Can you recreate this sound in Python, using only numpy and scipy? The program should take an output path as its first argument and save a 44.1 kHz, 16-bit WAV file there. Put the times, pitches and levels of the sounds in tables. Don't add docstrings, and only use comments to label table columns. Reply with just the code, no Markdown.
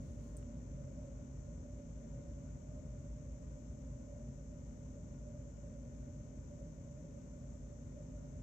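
import sys
import numpy as np
from scipy import signal
from scipy.fft import rfft, irfft
from scipy.io import wavfile

SR = 44100
rng = np.random.default_rng(int(sys.argv[2]) if len(sys.argv) > 2 else 0)


def wrap_up_sound(samples):
    columns = np.atleast_2d(samples).T
    tamed = np.clip(columns, -1, 1)
    steps = np.round(tamed * 32767).astype(np.int16)
    wavfile.write(sys.argv[1], SR, steps)


N = 371322
TIME = np.arange(N) / SR
FREQ = np.maximum(np.arange(N // 2 + 1) * SR / N, 1)

# f/Hz, relative level/dB, t60/s
OBJECT_MODES = [(4700, -22, 0.0023), (7300, -17.5, 0.0038), (8300, -1, 0.0034), (9780, -19, 0.0035),
                (14500, -15, 0.0016)]


def undb(db):
    return 10 ** (np.asarray(db) / 20)


def over_freq(table, column=1):
    rows = np.array(table, float)
    return np.interp(np.log(FREQ), np.log(rows[:, 0]), rows[:, column])


def bell(hz, width_hz):
    return 2 ** -np.minimum((2 * (FREQ - hz) / width_hz) ** 2, 100)


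def colour(x, gain):
    return irfft(rfft(x) * gain * np.sqrt(SR / 2), N)


def white():
    return rng.standard_normal((2, N))


def unit_noise(gain):
    x = colour(white(), gain)
    return x / x.std()


def partly_shared(share):
    return np.sqrt(share) * rng.standard_normal(N) + np.sqrt(1 - share) * white()


def walk(rate_hz):
    x = irfft(rfft(rng.standard_normal(N)) * bell(0, 2 * rate_hz + 2), N)
    return x / x.std()


def impacts(per_s, scatter_db):
    hit = rng.random((2, N)) < per_s / SR
    x = hit * white() * undb(scatter_db * white())
    return x / x.std()


def pan(db):
    return undb(np.array([[1], [-1]]) * db / 2)


def left_delay(lag_s):
    return np.exp(-2j * np.pi * FREQ * lag_s * np.array([[1], [0]]))


def release(end_s, t60_s):
    return np.exp(-np.log(1000) * np.maximum(TIME - end_s, 0) / t60_s)


def strike(start_s, t60_s, rise_s):
    age_s = np.maximum(TIME - start_s, 0)
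    return (1 - np.exp(-(age_s / rise_s) ** 2)) * release(start_s, t60_s)


def object_colour():
    return sum(undb(db) * bell(hz, width_hz=2300) for hz, db, _ in OBJECT_MODES)


def hiss(right_db=-29):
    # f/Hz, density/(dB per Hz)
    floor_spectrum = [(1000, -126), (4500, -126), (7000, -128), (9000, -141), (11500, -143), (13200, -133),
                      (14600, -130.5), (15200, -133), (15700, -150)]
    # f/Hz, density/(dB per Hz)
    band_spectrum = [(3500, -135), (4700, -122), (5500, -108), (6150, -101), (7400, -101.5), (8000, -114),
                     (8800, -132), (9500, -150)]
    floor = colour(partly_shared(0.32), undb(over_freq(floor_spectrum)))
    band = colour(rng.standard_normal(N), undb(over_freq(band_spectrum)))
    return floor + band * undb([[0], [right_db]])


def hum_tone(hz, db, waver_db=1.85, drift_rad=0.2):
    phase = 2 * np.pi * (hz * TIME + rng.random()) + drift_rad * walk(0.76)
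    return np.sqrt(2) * undb(db + waver_db * walk(2.0)) * np.sin(phase)


def hum(slow_hz=54.02, fast_hz=59.17, in_step_s=0.193):
    # t/s, slow/dB rms, fast/dB rms
    motor_levels = [(0, -52, -57.5), (1.5, -53.5, -59.5), (3.4, -53, -54.5), (4.4, -55, -62),
                    (5.8, -55, -61), (6.5, -56.5, -60), (7.2, -58.5, -75), (8.2, -54, -77)]
    # f/Hz, level/dB rms
    tones = [(119.9, -65), (177.6, -76), (221.5, -68), (258.4, -62)]
    times_s, slow_db, fast_db = np.array(motor_levels).T
    start_cycles = rng.random()
    motors = 0
    for hz, db in [(slow_hz, slow_db), (fast_hz, fast_db)]:
        phase = 2 * np.pi * (hz * (TIME - in_step_s) + start_cycles)
        motors += np.sqrt(2) * undb(np.interp(TIME, times_s, db)) * np.sin(phase)
    return motors + sum(hum_tone(hz, db) for hz, db in tones)


def blades(hz=584, wander_hz=11, db=-71.5, side_db=-5):
    pitch_hz = hz + wander_hz * np.tanh(walk(3)) / np.tanh(1)
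    amplitude = np.sqrt(2) * undb(db + 2.5 * walk(7))
    return amplitude * np.sin(2 * np.pi * np.cumsum(pitch_hz) / SR) * pan(side_db)


def fan(lag_s=0.00019):
    # f/Hz, width/Hz, left and right density between swells/(dB per Hz)
    housing_modes = [(526.6, 12, -91, -85), (545.8, 12, -84.5, -82.5), (576.7, 20, -86, -78.8),
                     (602.4, 17, -81.7, -81.7), (641, 11, -100.5, -89.3), (691, 47, -99, -104)]
    # crest t/s, width/s, lift/dB
    swells = [(0.972, 0.43, 4.5), (1.548, 0.43, 2), (2.112, 0.33, 3), (2.8, 0.29, 3.5), (4.127, 0.19, 4.5),
              (5.333, 0.15, 4), (5.83, 0.22, 2.5), (6.612, 0.071, 6.5), (6.97, 0.23, 3.5),
              (7.988, 0.085, 6), (8.202, 0.13, 3)]
    power = sum(bell(hz, width_hz) * undb([[left_db], [right_db]]) ** 2
                for hz, width_hz, left_db, right_db in housing_modes)
    whirr = colour(partly_shared(0.78), np.sqrt(power) * left_delay(lag_s))
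    swell_db = sum(db * 2 ** -((2 * (TIME - crest_s) / width_s) ** 2) for crest_s, width_s, db in swells)
    return (whirr + blades()) * undb(swell_db)


def card_slides(attack_s=0.012, t60_s=0.94, rub_hz=4500, rub_width_hz=3200, rub_db=-1.8):
    # start t/s, length/s, level/dB
    strokes = [(0, 0.1, -80), (.2, 0.06, -82.3)]
    envelope = 0
    for start_s, length_s, db in strokes:
        attack = np.clip((TIME - start_s) / attack_s, 0, 1)
        envelope += undb(db) * attack * release(start_s + length_s, t60_s)
    spectrum = np.sqrt(object_colour()) + undb(rub_db) * bell(rub_hz, rub_width_hz)
    grain = colour(impacts(per_s=2500, scatter_db=2.0), spectrum)
    return envelope * grain / grain.std()


def taps(side_db=4.0):
    # f/Hz, width/Hz, relative level/dB
    body_modes = [(1250, 1200, 5), (2600, 2000, -2.5), (6600, 1800, -5)]
    # t/s, level/dB, t60/s
    hits = [(0.4262, -59, 0.029), (0.837, -68.5, .05)]
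    body = sum(undb(db) * bell(hz, width_hz) for hz, width_hz, db in body_modes)
    envelope = sum(undb(db) * strike(start_s, t60_s, rise_s=0.0005) for start_s, db, t60_s in hits)
    return unit_noise(body) * pan(side_db) * envelope


def tick(room_db=-69, room_t60_s=0.18):
    # t/s, peak before panning/dB, left minus right/dB, weak-mode lift/dB
    contacts = [(0.368, -46.5, 8, -2), (0.3714, -56, -1, 2), (0.3736, -52, 4, 9)]
    main_hz = max(OBJECT_MODES, key=lambda mode: mode[1])[0]
    direct = 0
    for start_s, peak_db, side_db, lift_db in contacts:
        ring = 0
        for hz, mode_db, t60_s in OBJECT_MODES:
            gain = undb(mode_db + lift_db * (hz != main_hz))
            envelope = strike(start_s, t60_s, rise_s=0.00033)
            ring += gain * envelope * np.sin(2 * np.pi * hz * (TIME - start_s))
        direct += ring / np.abs(ring).max() * undb(peak_db) * pan(side_db)
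    room_decay = strike(contacts[0][0], room_t60_s, rise_s=0.002)
    return direct + undb(room_db) * unit_noise(object_colour()) * room_decay


def rain(waver_db=0.35):
    # f/Hz, density/(dB per Hz)
    wall_spectrum = [(20, -114), (36, -80), (52, -77.5), (80, -70), (110, -75), (200, -79.5), (270, -81),
                     (360, -89.5), (500, -92.5), (760, -103), (1100, -105.2), (1500, -109.3),
                     (2300, -112.7), (3200, -118.3), (8000, -134), (12000, -152)]
    # f/Hz, width/Hz, lift/dB
    room_modes = [(50, 6, 7.5), (134.65, 14.6, 9.5), (163, 17, 6.5), (232.7, 11, 8), (404.6, 9, 3),
                  (424.5, 11, 5), (478.4, 12, 4.5), (802, 18, 5.5), (860, 18, 3), (937, 20, 6.5),
                  (985, 16, 6.5), (1055.5, 18, 8), (1230, 30, 4), (1435, 31, 6), (1497, 30, 5.8),
                  (1888, 37, 4), (2140, 49, 2), (4220, 1500, 1.5)]
    # f/Hz, correlation, left minus right/dB, left delay/s
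    image = [(61.6, 0.98, 0.1, 0.000053), (156, 0.96, 0.2, 0.00017), (185, .76, -1, 0.000034),
             (253, 0.98, 0, 0), (367, .25, 2, 0), (590, 0.6, 1.5, 0.00035), (1180, 0.2, -1, 0.00036),
             (1916, 0.3, 4.5, 0.0012), (3576, 0.3, 6, 0), (5960, 0.2, 0, 0.00066)]
    # t/s, relative level/dB
    strength = [(0, 0.8), (1.0, 0.4), (1.6, -0.5), (2.2, 0.7), (3.0, -0.06), (3.9, -0.85), (4.6, -0.44),
                (6.2, -0.2), (7.0, -0.5), (8.4, 0.2)]
    drops = impacts(per_s=12000, scatter_db=1.5)
    level_db = np.interp(TIME, *np.array(strength).T) + waver_db * walk(6.7)
    common, apart = drops * undb(level_db)
    room_db = sum(db * bell(hz, width_hz) for hz, width_hz, db in room_modes)
    response = undb(over_freq(wall_spectrum) + room_db) * pan(over_freq(image, column=2))
    correlation = over_freq(image)
    mid = colour(common, response * np.sqrt((1 + correlation) / 2))
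    side = colour(apart, response * np.sqrt((1 - correlation) / 2))
    stereo = mid + side * np.array([[1], [-1]])
    return irfft(rfft(stereo) * left_delay(over_freq(image, column=3)), N)


def scene():
    return rain() + hum() + fan() + hiss() + tick() + card_slides() + taps()


def record(dry):
    return signal.sosfilt(signal.ellip(8, 0.2, 70, 16000, fs=SR, output="sos"), dry)


dry = scene()
out = record(dry)
wrap_up_sound(out)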